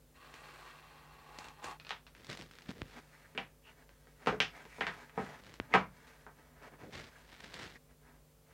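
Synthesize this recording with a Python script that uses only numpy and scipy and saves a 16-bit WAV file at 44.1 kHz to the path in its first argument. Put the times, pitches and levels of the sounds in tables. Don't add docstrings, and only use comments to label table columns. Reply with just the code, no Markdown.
import sys
import numpy as np
from scipy import signal
from scipy.fft import rfft, irfft
from scipy.io import wavfile
from scipy.ndimage import uniform_filter1d

SR = 44100
rng = np.random.default_rng(int(sys.argv[2]) if len(sys.argv) > 2 else 0)


def unload_audio(sound):
    columns = np.transpose(np.atleast_2d(sound))
    steps = np.round(np.clip(columns, -1, 1) * 32767)
    wavfile.write(sys.argv[1], SR, steps.astype(np.int16))


N = 376349
RING = 14400
TIME, AGE = np.arange(N) / SR, np.arange(RING) / SR

# time in seconds, level in dB.
KNIFE_STROKES = [
    [(0.16, -61), (0.34, -55.5), (0.71, -55), (0.83, -60), (1.22, -61), (1.36, -57), (1.44, -52.5),
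     (1.56, -64), (1.6, -58.5)],
    [(1.628, -54), (1.645, -46.5), (1.715, -49.5), (1.77, -65.5)],
]
# frequency in Hz, level in dB.
BODY_TONE = [(150, -20), (250, -7), (363, -7), (513, -2), (660, -4.5), (827, -7), (908, -9), (1110, 4),
             (1430, -6.5), (2770, -18.5), (6000, -21), (7800, -59), (13200, -120)]
FIBRE_TONE = [(900, -11), (1500, 3), (1900, -0.5), (2250, 2), (2700, -3), (3400, -7), (4300, -5.5),
              (5400, -19), (8000, -23)]
HISS_TONE = [(3000, -21), (5500, -4.5), (7000, 2.5), (9500, -1.5), (12000, -22), (16000, -29.5)]
# pitch in Hz, width in Hz, level in dB.
STRIP_PEAKS = [(817, 170, 2), (1080, 170, -0.5)]
BLADE_PEAKS = [(1880, 56, 7), (2450, 240, -6), (2710, 150, 2.5), (3230, 120, -4), (3500, 150, -9),
               (4200, 650, -11)]
# time in seconds, ring level in dB.
STRIP_FREEDOM = [(0.1, -21), (0.7, -12), (1.0, -6), (1.75, -1.5)]


def knife(body_db=-3, strip_db=-0.5, blade_db=-9.5, fibre_db=-6, hiss_db=-19, usual_cut_db=-56):
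    effort = sum(swell(*np.transpose(stroke)) for stroke in KNIFE_STROKES) * undb(0.3 * wander(40))
    crackle = in_room(slips(per_s=2700, spread_db=4.5), direct_db=4.5)
    body = level(colour(crackle, BODY_TONE)) * undb(body_db)
    freedom_db = np.interp(TIME, *np.transpose(STRIP_FREEDOM))
    strip = resonate(crackle, STRIP_PEAKS) * undb(strip_db + freedom_db)
    blade = resonate(slips(per_s=2700, spread_db=4.5), BLADE_PEAKS) * undb(blade_db)
    tearing = in_room(slips(per_s=1900, spread_db=8.5), direct_db=-1.5)
    fibres = level(colour(tearing, FIBRE_TONE)) * undb(fibre_db)
    hiss = level(colour(slips(per_s=4400, spread_db=4), HISS_TONE)) * undb(usual_cut_db + hiss_db)
    hiss_gain = (effort / undb(usual_cut_db)) ** 1.56
    return effort * (body + strip + blade + fibres) + hiss * hiss_gain


# start in seconds, level in dB.
SNAGS = [(0.3401, -36.5), (1.387, -28.5), (1.4436, -37), (1.4847, -36.5), (1.6428, -26.5), (1.7114, -41)]


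def blade_snags():
    tone = [(300, 10), (1000, 8.5), (3000, 5), (7000, 0.5), (10000, -14), (15000, -27)]
    return snaps(SNAGS, tone, room_db=-6, gain_db=10)


# start in seconds, level in dB.
BLADE_TICKS = [(1.799, -63.5), (1.8491, -65.5), (1.868, -61), (2.0668, -65.5), (2.866, -78)]
# pitch in Hz, level in dB, seconds to fade by 60 dB.
STEEL_NOTES = [(1500, -13, .025), (2520, -1, 0.12), (2740, 9, 0.016), (3600, -6, .025), (4320, 4, 0.028),
               (4470, -12, .035), (5300, -16, .02)]


def blade_ticks(gain_db=34, click_db=-19, room_db=-17):
    out = np.zeros(N)
    tone = [(400, 22), (1500, 26), (4500, 21), (7000, 6), (12000, -13)]
    for start, db in BLADE_TICKS:
        ring = ring_notes(STEEL_NOTES)
        click = colour(undb(click_db) * crack() + undb(room_db) * echoes(), tone)
        add(out, start, undb(db + gain_db) * (click + ring))
    return out


# pitch in Hz, level in dB, seconds to fade by 60 dB.
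WOOD_NOTES = [(156.4, -11, 0.22), (189.2, -4.5, 0.25), (240, -6.5, 0.13), (425, 3, 0.15), (464, 0, 0.16),
              (499, -6.5, 0.21), (681, -8.5, 0.27), (716, -3.5, 0.21), (785, 0, 0.19), (900, 3, 0.16),
              (977, 0.5, .17), (1063, -4, 0.17), (1279, 2.5, 0.18), (1574, 3, .16), (1640, -4, 0.15),
              (1850, 3.5, 0.15), (1920, -7, 0.2), (2000, -2.5, 0.14), (2305, -3, 0.18), (2660, -8.5, 0.086),
              (2900, 0, 0.12), (3200, -4, .13)]
# start in seconds, level in dB, # contact pitch in Hz, boost at
# that pitch in dB, bench bass in dB, middle tones in dB.
LANDINGS = [(1.8931, -49.5, 4500, 1, -17, -5), (1.9070, -40, 3200, 4, -9.5, 1.5),
            (2.1503, -61.5, 3870, -8, -6, -7), (3.3506, -50, 2100, -5, 8, -12),
            (3.377, -37, 2770, 7, 0.5, -1.5), (3.8923, -64.5, 3740, -4, -2, 0),
            (4.0710, -63.5, 2600, -10, 5, -3), (4.2614, -45, 3420, -8, 4, -6),
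            (4.2715, -27.5, 1800, -8.5, -3.5, -7.5), (4.3260, -38, 1110, -6, -4.5, -8),
            (4.4027, -28, 3010, 8, -5, -6.5), (4.4041, -41.5, 5150, 9, -22, -16),
            (4.653, -56, 4060, -6, 11, 2), (4.784, -49.5, 840, 2, -15, -21),
            (4.808, -43.5, 3100, 5, 7, -22), (4.8101, -33.5, 2080, 2, -8.5, -7.5),
            (4.8679, -37, 2660, -3, -11.5, -2.5), (4.8870, -48.5, 2210, 4, 4, -5),
            (5.0956, -60, 2360, 0, -10, -4), (5.1773, -34, 2000, 4.5, 15.5, 9),
            (5.2029, -44, 1880, -3, 5, -1), (5.7390, -23.5, 2330, 2.5, -0.5, -0.5),
            (5.7500, -25, 1900, -8, -3.5, 2), (6.2656, -52.5, 1500, 1, -6.5, -2)]


def clacks(ring_db=-8, contact_octaves=0.4, gain_db=31.5):
    out = np.zeros(N)
    for start, db, contact_hz, boost_db, bass_db, middle_db in LANDINGS:
        hardness = np.log2(contact_hz / 2500)
        tick_db = -35.5 + 4 * hardness
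        crack_db = -1.5 + 2 * hardness - 0.1 * (db + 40)
        blow = undb(crack_db) * crack() + undb(ring_db) * ring_notes(WOOD_NOTES) + echoes()
        body = [(40, bass_db - 14), (100, bass_db - 10.5), (175, bass_db + 1), (320, bass_db - 2.5),
                (430, bass_db), (850, middle_db), (2000, 0.0056)]
        tick = [(1000, tick_db), (6000, tick_db), (10000, tick_db - 11.5), (15000, tick_db - 25)]

        def gain_at(hz):
            bump_db = boost_db * np.exp(-(np.log2((hz + 1) / contact_hz) / contact_octaves) ** 2)
            dulling = np.hypot(1, (hz / contact_hz) ** 3.78)
            return undb(look_up(body, hz) + bump_db) / dulling + undb(look_up(tick, hz))
        add(out, start, undb(db + gain_db) * unit(shape(blow, gain_at)))
    return out


# middle in seconds, length in seconds,
# level in dB, brightness in dB per octave.
SLIDE_PUSHES = [(2.977, 0.033, -52, 0), (3.142, 0.32, -66, 3), (3.691, 0.065, -59.5, 1.5),
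                (3.806, 0.064, -64.5, 0.5), (4.15, 0.37, -73, 4), (4.232, 0.044, -57.5, -1),
                (4.588, 0.086, -54, 1), (4.777, 0.15, -61.5, 4), (4.991, 0.15, -55.5, 1.5),
                (5.226, 0.093, -51, 1), (5.32, 0.12, -53, 0.5), (5.663, 0.11, -64.5, 0.5),
                (5.726, 0.033, -50.5, -1.5), (6.095, 0.28, -62, 2), (6.423, 0.12, -65, 0),
                (6.587, 0.097, -63, 0), (6.658, 0.056, -54.5, -0.5), (6.738, 0.039, -56, -2.5),
                (6.833, 0.069, -55.5, 0), (7.14, 0.17, -62, 2.5), (7.91, 0.039, -67.5, 0),
                (8.106, 0.12, -63, -1), (8.525, 0.084, -66.5, 1)]
# frequency in Hz, level in dB.
SLIDE_TONE = [(88, -25), (150, -2), (213, -13), (246, 5), (368, -15.5), (419, -3), (583, -6.5), (700, -5),
              (2100, -8), (3030, -18.5), (6320, -26.5), (12000, -39.5), (15600, -63.5), (22000, -120)]


def sliding(ring_db=-18, room_db=-4.5, uneven_db=1.5, pivot_hz=1000):
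    steps = slips(per_s=1800, spread_db=0) * undb(uneven_db * wander(45))
    one_step = crack() + undb(ring_db) * ring_notes(WOOD_NOTES) + undb(room_db) * echoes()
    rub = level(colour(signal.oaconvolve(steps, one_step)[:N], SLIDE_TONE))
    out = np.zeros(N)
    for middle, length, db, brightness in SLIDE_PUSHES:
        slide = rub * push(middle, length, abruptness=2.35)
        out += shape(slide, lambda hz: undb(db + brightness * np.log2((hz + 20) / pivot_hz)))
    return out


# middle in seconds, level in dB,
# fade time to either side in seconds, pitch in Hz.
EDGE_SCUFFS = [(3.146, -61, 0.021, 1810), (3.68, -60, 0.031, 2790), (4.566, -61, 0.045, 2090),
               (4.747, -60, 0.053, 2230), (5.737, -43, 0.014, 2060), (3.255, -60, 0.012, 1700),
               (7.163, -58, 0.0095, 1500), (7.76, -58, 0.015, 1890)]


def scuffs(width_hz=600):
    out, rub = np.zeros(N), slips(per_s=3400, spread_db=3.5)
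    for middle, db, fade_s, pitch_hz in EDGE_SCUFFS:
        grains = shape(rub[int(middle * SR):][:RING], lambda hz: peak(hz, pitch_hz, width_hz))
        rise_and_fall = np.exp(-((AGE - AGE.mean()) / fade_s) ** 2)
        add(out, middle - AGE.mean(), undb(db) * level(grains) * rise_and_fall)
    return out


# middle in seconds, length in seconds,
# crackle level in dB, low rub level in dB, creases in dB above the crackle.
ARM_MOVES = [(2.237, 0.11, -65, -61.5, -4), (2.319, 0.055, -51.5, -51.5, 0),
             (2.414, 0.081, -60.5, -55, 2.5), (2.605, 0.21, -65.5, -68, 1), (2.706, 0.031, -57, -47.5, -6),
             (2.78, 0.15, -67, -57, -10), (2.945, 0.12, -61, -64.5, -7), (5.477, .16, -63.5, -60.5, 0),
             (6.855, 0.081, -73, -51.5, -15), (6.967, 0.078, -52.5, -51.5, -7),
             (7.043, .07, -55.5, -55, -17), (7.34, 0.15, -62.5, -66, -0.5), (7.458, 0.075, -59.5, -60.5, 0),
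             (7.62, 0.17, -52, -53.5, -12.5), (7.76, 0.021, -65, -61, -12)]
# frequency in Hz, level in dB.
CLOTH_TONE = [(350, -35), (600, -7), (765, -0.5), (1070, 0), (1860, 4.5), (2710, -1.5), (3550, -1.5),
              (4840, -6), (8180, -17), (10300, -25), (15000, -41)]
LOW_RUB_TONE = [(40, -12.5), (80, -3), (150, 2), (280, -2.5), (500, -3.5), (800, -20), (1500, -48.5)]


def shirt_rustle(crackle_gain_db=1, low_gain_db=-1, uneven_db=2):
    threads = slips(per_s=1400, spread_db=1.5) * undb(uneven_db * wander(110))
    crackle, low = level(colour(threads, CLOTH_TONE)), level(colour(threads, LOW_RUB_TONE))
    creases = level(colour(slips(per_s=75, spread_db=5), CLOTH_TONE))
    out = np.zeros(N)
    for middle, length, crackle_db, low_db, crease_db in ARM_MOVES:
        rustle = (crackle + undb(crease_db) * creases) * undb(crackle_db + crackle_gain_db)
        rub = low * undb(low_db + low_gain_db)
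        out += (rustle + rub) * push(middle, length, abruptness=3.33)
    return out


# start in seconds, level in dB.
FOLD_SLIPS = [(2.246, -36.5), (2.2682, -37), (2.2992, -27.5), (2.3134, -29.5), (2.3287, -29),
              (2.3507, -33.5), (2.373, -31), (2.3913, -37), (2.4216, -33.5), (2.5118, -36.5), (2.5537, -43),
              (2.6208, -39), (2.9894, -46), (5.437, -41.5), (5.54, -35), (7.318, -45.5), (7.4026, -40),
              (7.541, -28.5), (7.7401, -46)]


def shirt_folds():
    tone = [(80, -4.5), (300, 5), (1500, 3), (4500, 2), (9000, -12), (15000, -33)]
    return snaps(FOLD_SLIPS, tone, room_db=-7.5, gain_db=8)


# start in seconds,
# level in dB, treble limit of the click in Hz, thump pitch in Hz, thump in dB above the click.
KNOCKS = [(2.6913, -54, 3000, 237, 4), (2.699, -67, 2460, 260, -16), (2.7071, -56, 4200, 267, -3),
          (2.714, -71, 3500, 240, 4), (2.8182, -45, 2910, 87, -3), (5.6001, -39.5, 2530, 143, -6)]


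def microphone_taps(thump_s=0.0047, room_db=-21, gain_db=33):
    out = np.zeros(N)
    tone = [(50, -25), (120, 17.5), (280, 15.5), (800, 3), (1800, 4)]
    for start, db, limit_hz, thump_hz, thump_db in KNOCKS:
        knock = signal.unit_impulse(RING) + undb(room_db) * echoes()
        click = shape(knock, lambda hz: undb(look_up(tone, hz)) / np.hypot(1, (hz / limit_hz) ** 3.3))
        thump = np.sin(2 * np.pi * thump_hz * AGE) * np.exp(-AGE / thump_s)
        add(out, start, undb(db + gain_db) * (unit(click) + undb(thump_db) * unit(thump)))
    return out


# frequency in Hz, seconds to fade by 60 dB.
ECHO_TIMES = [(100, 0.49), (250, .24), (600, 0.2), (1500, 0.23), (3000, 0.18), (6000, 0.22), (12000, 0.14)]


def echoes(build_s=0.0018):
    noise, hz = rfft(rng.standard_normal(RING)), np.fft.rfftfreq(RING, 1 / SR)
    tail = np.zeros(RING)
    for band_hz, fade_s in ECHO_TIMES:
        band = look_up([(f, f == band_hz) for f, _ in ECHO_TIMES], hz)
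        tail += irfft(noise * band) * die_away(fade_s)
    return unit(tail * (1 - np.exp(-AGE / build_s)))


# frequency in Hz, level in dB.
HUM_NOTES = [(49.8, -68.5), (150.3, -70.5), (249, -77.5), (451, -80.5), (550, -80)]
AIR_TONE = [(20, -25.5), (36, -22.5), (48, -4.5), (62, -4.5), (90, -13), (150, -11), (210, -18.5),
            (330, -19), (500, -17.5), (750, -24), (1100, -26), (2000, -30.5), (4000, -32.5), (15800, -34.5)]


def room_tone(waver_db=1, air_db=-67, hiss_db=-77):
    hum = np.zeros(N)
    for hz, db in HUM_NOTES:
        strength = np.sqrt(2) * undb(db + waver_db * wander(5.3))
        hum += strength * np.sin(2 * np.pi * (hz * TIME + rng.random()))
    hiss_tone = [(60, 8.5), (500, 3), (2500, -12.5), (7000, 14.5), (15000, 17)]
    hiss = np.array([level(colour(rng.standard_normal(N), hiss_tone)) for _ in range(2)])
    air = level(colour(rng.standard_normal(N), AIR_TONE))
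    return hum + undb(air_db) * air + undb(hiss_db) * hiss


def slips(per_s, spread_db):
    size = undb(spread_db * np.minimum(rng.exponential(size=N), 4))
    return level((rng.random(N) < per_s / SR) * size * rng.choice([-1, 1], N))


def snaps(table, tone, room_db, gain_db):
    out = np.zeros(N)
    for start, db in table:
        burst = unit(rng.standard_normal(RING) * np.exp(-AGE / 0.002))
        add(out, start, undb(db + gain_db) * unit(colour(burst + undb(room_db) * echoes(), tone)))
    return out


def crack(spread_s=0.000458):
    hz = np.fft.rfftfreq(RING, 1 / SR)
    return irfft(np.exp(-4j * np.pi * spread_s * np.sqrt(1000 * hz))) * np.exp(-AGE / 0.02)


def ring_notes(table, scatter_db=4.5):
    size, side = rng.standard_normal((2, len(table)))
    strengths = np.sign(side) * undb(scatter_db * size)
    hz, db, fade_s = np.transpose(table)[:, :, None]
    notes = undb(db) * np.sin(2 * np.pi * hz * AGE) * die_away(fade_s)
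    return unit(strengths @ notes)


def die_away(fade_s):
    return np.exp(-np.log(1000) * AGE / fade_s)


def in_room(x, direct_db):
    return level(undb(direct_db) * x + signal.oaconvolve(x, echoes())[:N])


def push(middle, length, abruptness):
    gain, span = np.zeros(N), samples(middle - 2 * length, middle + 2 * length)
    gain[span] = np.exp(-np.abs(2 * (span / SR - middle) / length) ** abruptness / 2)
    return gain


def swell(times, db, fade_s=0.072):
    first, last = times[0] - fade_s, times[-1] + fade_s
    gain, span = np.zeros(N), samples(first, last)
    gain[span] = undb(np.interp(span / SR, np.r_[first, times, last], np.r_[-120, db, -120]))
    return gain


def samples(start, end):
    return np.arange(max(int(start * SR), 0), min(int(end * SR), N))


def wander(per_s):
    step = int(SR / per_s)
    stairs = np.repeat(rng.standard_normal(N // step + 1), step)
    return level(uniform_filter1d(stairs, step))[:N]


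def peak(hz, pitch_hz, width_hz):
    return 1 / np.hypot(1, 2 * (hz - pitch_hz) / width_hz) ** 2


def resonate(x, peaks):
    return level(shape(x, lambda hz: sum(undb(db) * peak(hz, f, w) for f, w, db in peaks) + undb(-60)))


def colour(x, tone):
    return shape(x, lambda hz: undb(look_up(tone, hz)))


def shape(x, gain_at, size=4096):
    cepstrum = irfft(np.log(gain_at(np.fft.rfftfreq(size, 1 / SR))))
    cepstrum[1:size // 2] *= 2
    cepstrum[size // 2 + 1:] = 0
    return signal.oaconvolve(x, irfft(np.exp(rfft(cepstrum))))[:len(x)]


def look_up(table, hz):
    row_hz, value = np.transpose(table)
    return np.interp(np.log(hz + 1), np.log(row_hz), value)


def add(track, start, sound):
    first = int(start * SR)
    track[first:first + len(sound)] += sound[:N - first]


def undb(db):
    return 10 ** (np.asarray(db) / 20)


def unit(x):
    return x / np.sqrt(np.sum(x ** 2))


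def level(x):
    return x / np.std(x)


def scene():
    snags, folds = blade_snags(), shirt_folds()
    cutting = knife() + snags + blade_ticks()
    stacking = clacks() + sliding() + scuffs()
    return cutting + stacking + microphone_taps() + shirt_rustle() + folds + room_tone()


def record(dry, low_cut_hz=42, top_hz=15800):
    thin = signal.sosfilt(signal.butter(4, low_cut_hz, "highpass", fs=SR, output="sos"), dry)
    return signal.sosfilt(signal.ellip(10, 0.1, 70, top_hz, fs=SR, output="sos"), thin)


dry = scene()
out = record(dry)
unload_audio(out)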